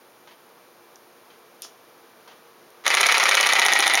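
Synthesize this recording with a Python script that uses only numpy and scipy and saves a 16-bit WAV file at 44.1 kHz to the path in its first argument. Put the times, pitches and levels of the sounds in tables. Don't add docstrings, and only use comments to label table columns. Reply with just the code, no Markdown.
import sys
import numpy as np
from scipy import signal
from scipy.fft import rfft, irfft
from scipy.io import wavfile
from scipy.ndimage import uniform_filter1d, minimum_filter1d

SR = 44100
rng = np.random.default_rng(int(sys.argv[2]) if len(sys.argv) > 2 else 0)


def dump_mix(stems):
    frames = np.atleast_2d(stems).T
    limited = np.clip(frames, -1, 1)
    pcm = np.round(limited * 32767).astype(np.int16)
    wavfile.write(sys.argv[1], SR, pcm)


N = 176400
TIME = np.arange(N) / SR
FREQS = np.maximum(np.arange(N + 1) * SR / (2 * N), 1)

# knock, snap and next rasp times in seconds, relative knock level in dB.
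TURNS = [(2.865, 2.8793, 2.9032, 3.5), (2.942, 2.9498, 2.9708, 2), (3.008, 3.0126, 3.0308, 3),
         (3.064, 3.0674, 3.0872, -2), (3.122, 3.124, 3.1432, 1), (3.171, 3.1813, 3.1995, -11),
         (3.229, 3.2378, 3.2555, -11), (3.2893, 3.2928, 3.3122, -1.5), (3.3464, 3.352, 3.3706, -1.5),
         (3.4063, 3.4105, 3.4288, -4), (3.4645, 3.4702, 3.4900, 0), (3.526, 3.5342, 3.5538, -1.5),
         (3.5903, 3.596, 3.6178, -2), (3.658, 3.6634, 3.6840, -3.5), (3.725, 3.735, 3.7545, 4),
         (3.7970, 3.8048, 3.8250, -2), (3.8676, 3.878, 3.8984, 6.5), (3.945, 3.9537, 3.9748, 0)]
# start in seconds, relative level in dB.
CLACKS = [(3.6502, -6), (3.7193, -20), (3.7900, -1.5), (3.8623, -18), (3.9376, -1.5)]
# start in seconds, level in dB.
FIRST_TEETH = [(2.8397, -21), (2.8486, -18), (2.8551, -5.5)]
# share of the turn since the rasp began, relative level in dB.
RASP_FORCE = [(0, -1), (.1, 0), (.2, -.5), (.3, -5), (.45, -7), (.6, -5), (.72, -11), (.85, -18.5),
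              (1, -17)]
RETURN_FORCE = [(0, -34), (.3, -7.5), (.45, -8), (.54, -1.5), (.64, -0.5), (.72, -1.5), (.85, -7.5),
                (1, -8)]
# centre in Hz, width in Hz, lift in dB.
HOUSING_MODES = [(540, 51, 1), (794, 190, 3), (940, 40, 3), (1190, 120, 2), (1345, 160, 5.5),
                 (1884, 108, 6.5), (2007, 96, 6), (2277, 260, 6.5), (2984, 87, 6.5), (3600, 150, 2),
                 (4060, 190, 5), (6700, 450, 4)]
FREE_MODES = [(510, 80, 4), (1175, 82, 5.5), (2450, 130, 1)]
LOADED_MODES = [(330, 40, 3.2), (780, 40, 5), (850, 41, 5.2), (1904, 67.5, 4), (3580, 310, 2.3)]
CLOCK_MODES = [(2000, 290, 5), (3120, 270, 7.5)]
# frequency in Hz, relative level in dB.
RASP_TONE = [(30, -41), (110, -34.5), (250, -18), (550, -7), (1200, -2.5), (2400, 3), (2750, -1.5),
             (4500, -4.5), (6500, -11.5), (10000, -15), (11800, -26), (15500, -33)]
RETURN_TONE = [(30, -41), (110, -32), (250, -19), (550, -1.5), (850, -2.5), (1600, -0.5), (2300, -1.5),
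               (4500, -8), (6500, -8.5), (10300, -12), (11800, -19), (15500, -30)]
GROAN_TONE = [(40, -34), (130, -28), (380, -8.5), (560, -10), (760, 1), (900, 1.5), (1150, -10.5),
              (1650, -12.5), (1880, -2), (2200, -15), (5000, -29.5)]
CATCH_TONE = [(40, -39), (150, -32), (320, -10.5), (650, -5.5), (1100, 0.5), (1600, -2), (2200, -1.5),
              (3600, -1), (4600, -6), (6200, -5), (10000, -12), (12000, -21), (15500, -32)]
KNOCK_TONE = [(60, -36), (170, -31), (320, -13.5), (550, -9), (800, -5), (1500, -5), (2100, 1.5),
              (2800, -10), (3600, 1), (4600, -15), (6200, -11), (10300, -9.5), (12000, -24), (15500, -33)]
SNAP_TONE = [(60, -38), (400, -11), (1400, -7.5), (2200, -9.5), (3700, 0), (4600, -11), (5900, 5),
             (7000, -3.5), (8800, -6), (10100, -1.5), (11900, -16), (13100, -13), (14200, -29),
             (16000, -21)]
CLACK_TONE = [(100, -40), (1000, -14), (2200, -7), (5000, -8), (7000, -17), (9000, 8), (10300, 7),
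              (12000, -7), (13500, -16), (15200, -11)]
# start in seconds, level in dB, centre in Hz, half-width in octaves.
SHARP_TICKS = [(.9578, -22.5, 6300, .4), (1.6205, -10, 9900, .3), (2.279, -33, 8000, .7),
               (2.7040, -30, 9000, .7)]
# start in seconds, level in dB.
CLOCK_TICKS = [(.272, -44.5), (1.300, -51.5), (2.274, -44)]
# frequency in Hz, relative level in dB.
TICK_BODY_TONE = [(1000, -35), (2300, -20), (3000, 1), (4300, -4), (5500, -6), (7000, 4), (9000, -25)]
SCUFF_TONE = [(300, -30), (2200, -16), (3000, -3.5), (4200, -6.5), (5100, 0), (6800, 0), (9000, -10),
              (10500, -10), (12000, -21), (16000, -25)]
BUMP_TONE = [(50, -45), (130, -24), (400, 3), (1300, 2), (2200, -7), (8000, -30)]
CLOCK_TONE = [(200, -25), (900, 5.5), (1500, 0), (2600, -3.5), (4300, -4), (5200, -10.5), (6500, -10),
              (9000, -26), (16000, -36)]
AIR_TONE = [(15, -72), (25, -45), (88, -33), (111, -17.5), (208, -13), (233, -9.5), (323, -10.5), (347, -3),
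            (380, -8), (469, -1.5), (539, -7.5), (965, -8), (1160, -8.5), (2280, -17.5), (6500, -23),
            (8450, -59), (14300, -120)]
RUMBLE_TONE = [(20, 4), (70, 6), (110, -30), (400, -70)]
HISS_TONE = [(5000, -19), (7000, 0.5), (10000, -0.5), (15500, -2.5)]
# frequency in Hz, relative level in dB.
HUM_TONES = [(349.9, -66), (468.3, -69.5), (2342, -69.5)]

KNOCK_S, SNAP_S, RASP_S, KNOCK_ACCENT_DB = np.transpose(TURNS)
SPIN_UP_S, RUNNING_S = 2.84, 2.864
LOAD_FROM_S, LOAD_FULL_S = 3.38, 3.68


def pump():
    housing_db = resonances(HOUSING_MODES)
    forces = gear_forces() + impact_forces()
    rattle = sum(colour(force, tone(points) + housing_db) for force, points in forces)
    free = colour(rattle, resonances(FREE_MODES))
    loaded = colour(rattle, resonances(LOADED_MODES))
    load = np.interp(TIME, [LOAD_FROM_S, LOAD_FULL_S], [0, 1])
    return (1 - load) * free + load * loaded


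def gear_forces(rasp_db=-17, return_db=-23, groan_db_per_s=8.5):
    turn_starts = np.r_[2 * RASP_S[0] - RASP_S[1], RASP_S, 2 * RASP_S[-1] - RASP_S[-2]]
    turn = np.interp(TIME, turn_starts, np.arange(len(turn_starts)))
    spin_up_db = np.interp(TIME, [SPIN_UP_S, RUNNING_S], [-28, 0])
    drive = (TIME > SPIN_UP_S) * from_db(spin_up_db - 1.5 * (turn < 1))
    rasp = drive * from_db(rasp_db + np.interp(turn % 1, *np.transpose(RASP_FORCE)))
    return_stroke = drive * from_db(return_db + np.interp(turn % 1, *np.transpose(RETURN_FORCE)))
    strain = from_db(-.5 + groan_db_per_s * (TIME - RASP_S[-1]))
    return [(gear_teeth(turn) * rasp, RASP_TONE),
            (gear_teeth(turn) * return_stroke, RETURN_TONE),
            (gear_teeth(turn) * return_stroke * strain, GROAN_TONE)]


def gear_teeth(turn, teeth=24, jitter=.1, spread_db=1, scrape_s=.002, scrape_share=.85):
    tooth = np.arange(np.ceil(turn[0] * teeth), turn[-1] * teeth - 1)
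    scatter = rng.standard_normal((len(tooth), 2))
    landing_s = np.interp((tooth + jitter * scatter[:, 0]) / teeth, turn, TIME)
    hits = impulses(landing_s, from_db(spread_db * scatter[:, 1]))
    sliding = signal.lfilter([1], [1, -np.exp(-1 / (scrape_s * SR))], hits + 1e-18)
    scrape = sliding * rng.standard_normal(N)
    mesh = np.sqrt(1 - scrape_share) * rms_one(hits) + np.sqrt(scrape_share) * rms_one(scrape)
    return mesh / np.std(mesh[TIME > RUNNING_S])


def impact_forces(catch_chatter_s=.0016, knock_chatter_s=.0022, snap_chatter_s=.001):
    catches = contacts(RASP_S, 4.5, catch_chatter_s)
    catches += contacts(*np.transpose(FIRST_TEETH), catch_chatter_s)
    reversal_s = RASP_S[:-1] + .505 * np.diff(RASP_S)
    reversals = contacts(reversal_s, 1.5, knock_chatter_s)
    knocks = contacts(KNOCK_S, 7.5 + KNOCK_ACCENT_DB, knock_chatter_s)
    snaps = contacts(SNAP_S, 8, snap_chatter_s)
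    clack_s, clack_db = np.transpose(CLACKS)
    clacks = contacts(clack_s, 5.5 + clack_db, snap_chatter_s)
    return [(catches, CATCH_TONE), (knocks + reversals, KNOCK_TONE),
            (snaps, SNAP_TONE), (clacks, CLACK_TONE)]


def sharp_ticks(chatter_s=.0016, body_db=-4.5):
    ticks = np.zeros(N)
    for start, db, hz, octaves in SHARP_TICKS:
        band_db = -20 * np.log10(1 + np.abs(np.log2(FREQS / hz) / octaves) ** 3)
        ticks += colour(contacts([start], db, chatter_s), band_db)
    start, db = max(SHARP_TICKS, key=lambda row: row[1])[:2]
    return ticks + colour(contacts([start], db + body_db, chatter_s), tone(TICK_BODY_TONE))


def scuff(start_s=1.622, end_s=1.648, fade_s=.02, level_db=-40):
    slide = (TIME > start_s) * np.exp(-np.maximum(TIME - end_s, 0) / fade_s)
    friction = from_db(level_db) * slide * rng.standard_normal(N)
    bump = contacts([1.649], levels_db=-19, chatter_s=.006)
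    return colour(friction, tone(SCUFF_TONE)) + colour(bump, tone(BUMP_TONE))


def clock(rise_s=.003, fade_s=.025, second_beat_s=.0356, second_beat_db=-7.5):
    envelope = np.zeros(N)
    for start, db in CLOCK_TICKS:
        for beat_s, beat_db in ((start, db), (start + second_beat_s, db + second_beat_db)):
            age = np.maximum(TIME - beat_s, 0)
            envelope += from_db(beat_db) * np.minimum(age / rise_s, 1) * np.exp(-age / fade_s)
    return colour(envelope * rng.standard_normal(N), tone(CLOCK_TONE) + resonances(CLOCK_MODES))


def background(swell_db_per_s=.58):
    air_db = -53 + swell_db_per_s * (TIME - TIME.mean())
    air = from_db(air_db) * colour(rng.standard_normal(N), tone(AIR_TONE))
    rumble = from_db(-92) * colour(rng.standard_normal(N), tone(RUMBLE_TONE))
    hiss = from_db(-60) * colour(rng.standard_normal(N), tone(HISS_TONE))
    hum = sum(np.sqrt(2) * from_db(db - 2.5) * np.sin(2 * np.pi * (hz * TIME + rng.random()))
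              for hz, db in HUM_TONES)
    return air + rumble + hiss + hum


def room(x, t60_s=.25, delay_s=.002, level_db=-10.5):
    age = TIME[:SR // 2]
    tail = rng.standard_normal(len(age)) * from_db(-60 * age / t60_s) * (age > delay_s)
    return from_db(level_db) * signal.fftconvolve(x, tail / np.linalg.norm(tail))[:N]


def contacts(times, levels_db, chatter_s):
    force, age = np.zeros(N + SR), TIME[:SR // 20]
    fade = np.exp(-age / chatter_s)
    for start, db in zip(times, np.broadcast_to(levels_db, len(times))):
        spectrum = rfft(rng.standard_normal(len(age)) * fade)
        hit = irfft(spectrum / np.abs(spectrum), len(age)) * np.sqrt(fade)
        onset = int(start * SR)
        force[onset:onset + len(age)] += from_db(db) * hit / np.linalg.norm(hit)
    return force[:N]


def impulses(times, gains):
    train = np.zeros(N)
    np.add.at(train, np.clip((times * SR).astype(int), 0, N - 1), gains)
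    return train


def resonances(modes):
    return sum(lift / (1 + (2 * (FREQS - hz) / width) ** 2) for hz, width, lift in modes)


def tone(points):
    hz, db = np.transpose(points)
    return np.interp(np.log(FREQS), np.log(hz), db)


def colour(x, curve_db):
    cepstrum = irfft(np.log(rms_one(from_db(curve_db)) + 1e-9))
    cepstrum[1:N] *= 2
    cepstrum[N + 1:] = 0
    return irfft(rfft(x, 2 * N) * np.exp(rfft(cepstrum)))[:N]


def from_db(db):
    return 10 ** (np.asarray(db) / 20)


def rms_one(x):
    return x / np.sqrt(np.mean(x ** 2) + 1e-20)


def limiter(x, ceiling_db=-3.3):
    gain = np.minimum(1, from_db(ceiling_db) / (np.abs(x) + 1e-9))
    return x * uniform_filter1d(minimum_filter1d(gain, size=65), size=65)


def scene():
    direct = pump() + sharp_ticks() + scuff() + clock()
    return (direct + room(direct) + background())[None]


def record(dry, notch_hz=7858, half_width_hz=352, notch_db=-30.5, cutoff_hz=15900):
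    notch = notch_db / (1 + ((FREQS - notch_hz) / half_width_hz) ** 2)
    held = limiter(colour(dry[0], notch))
    low_pass = signal.ellip(10, .3, 80, cutoff_hz, fs=SR, output="sos")
    return signal.sosfilt(low_pass, held)[None]


dry = scene()
out = record(dry)
dump_mix(out)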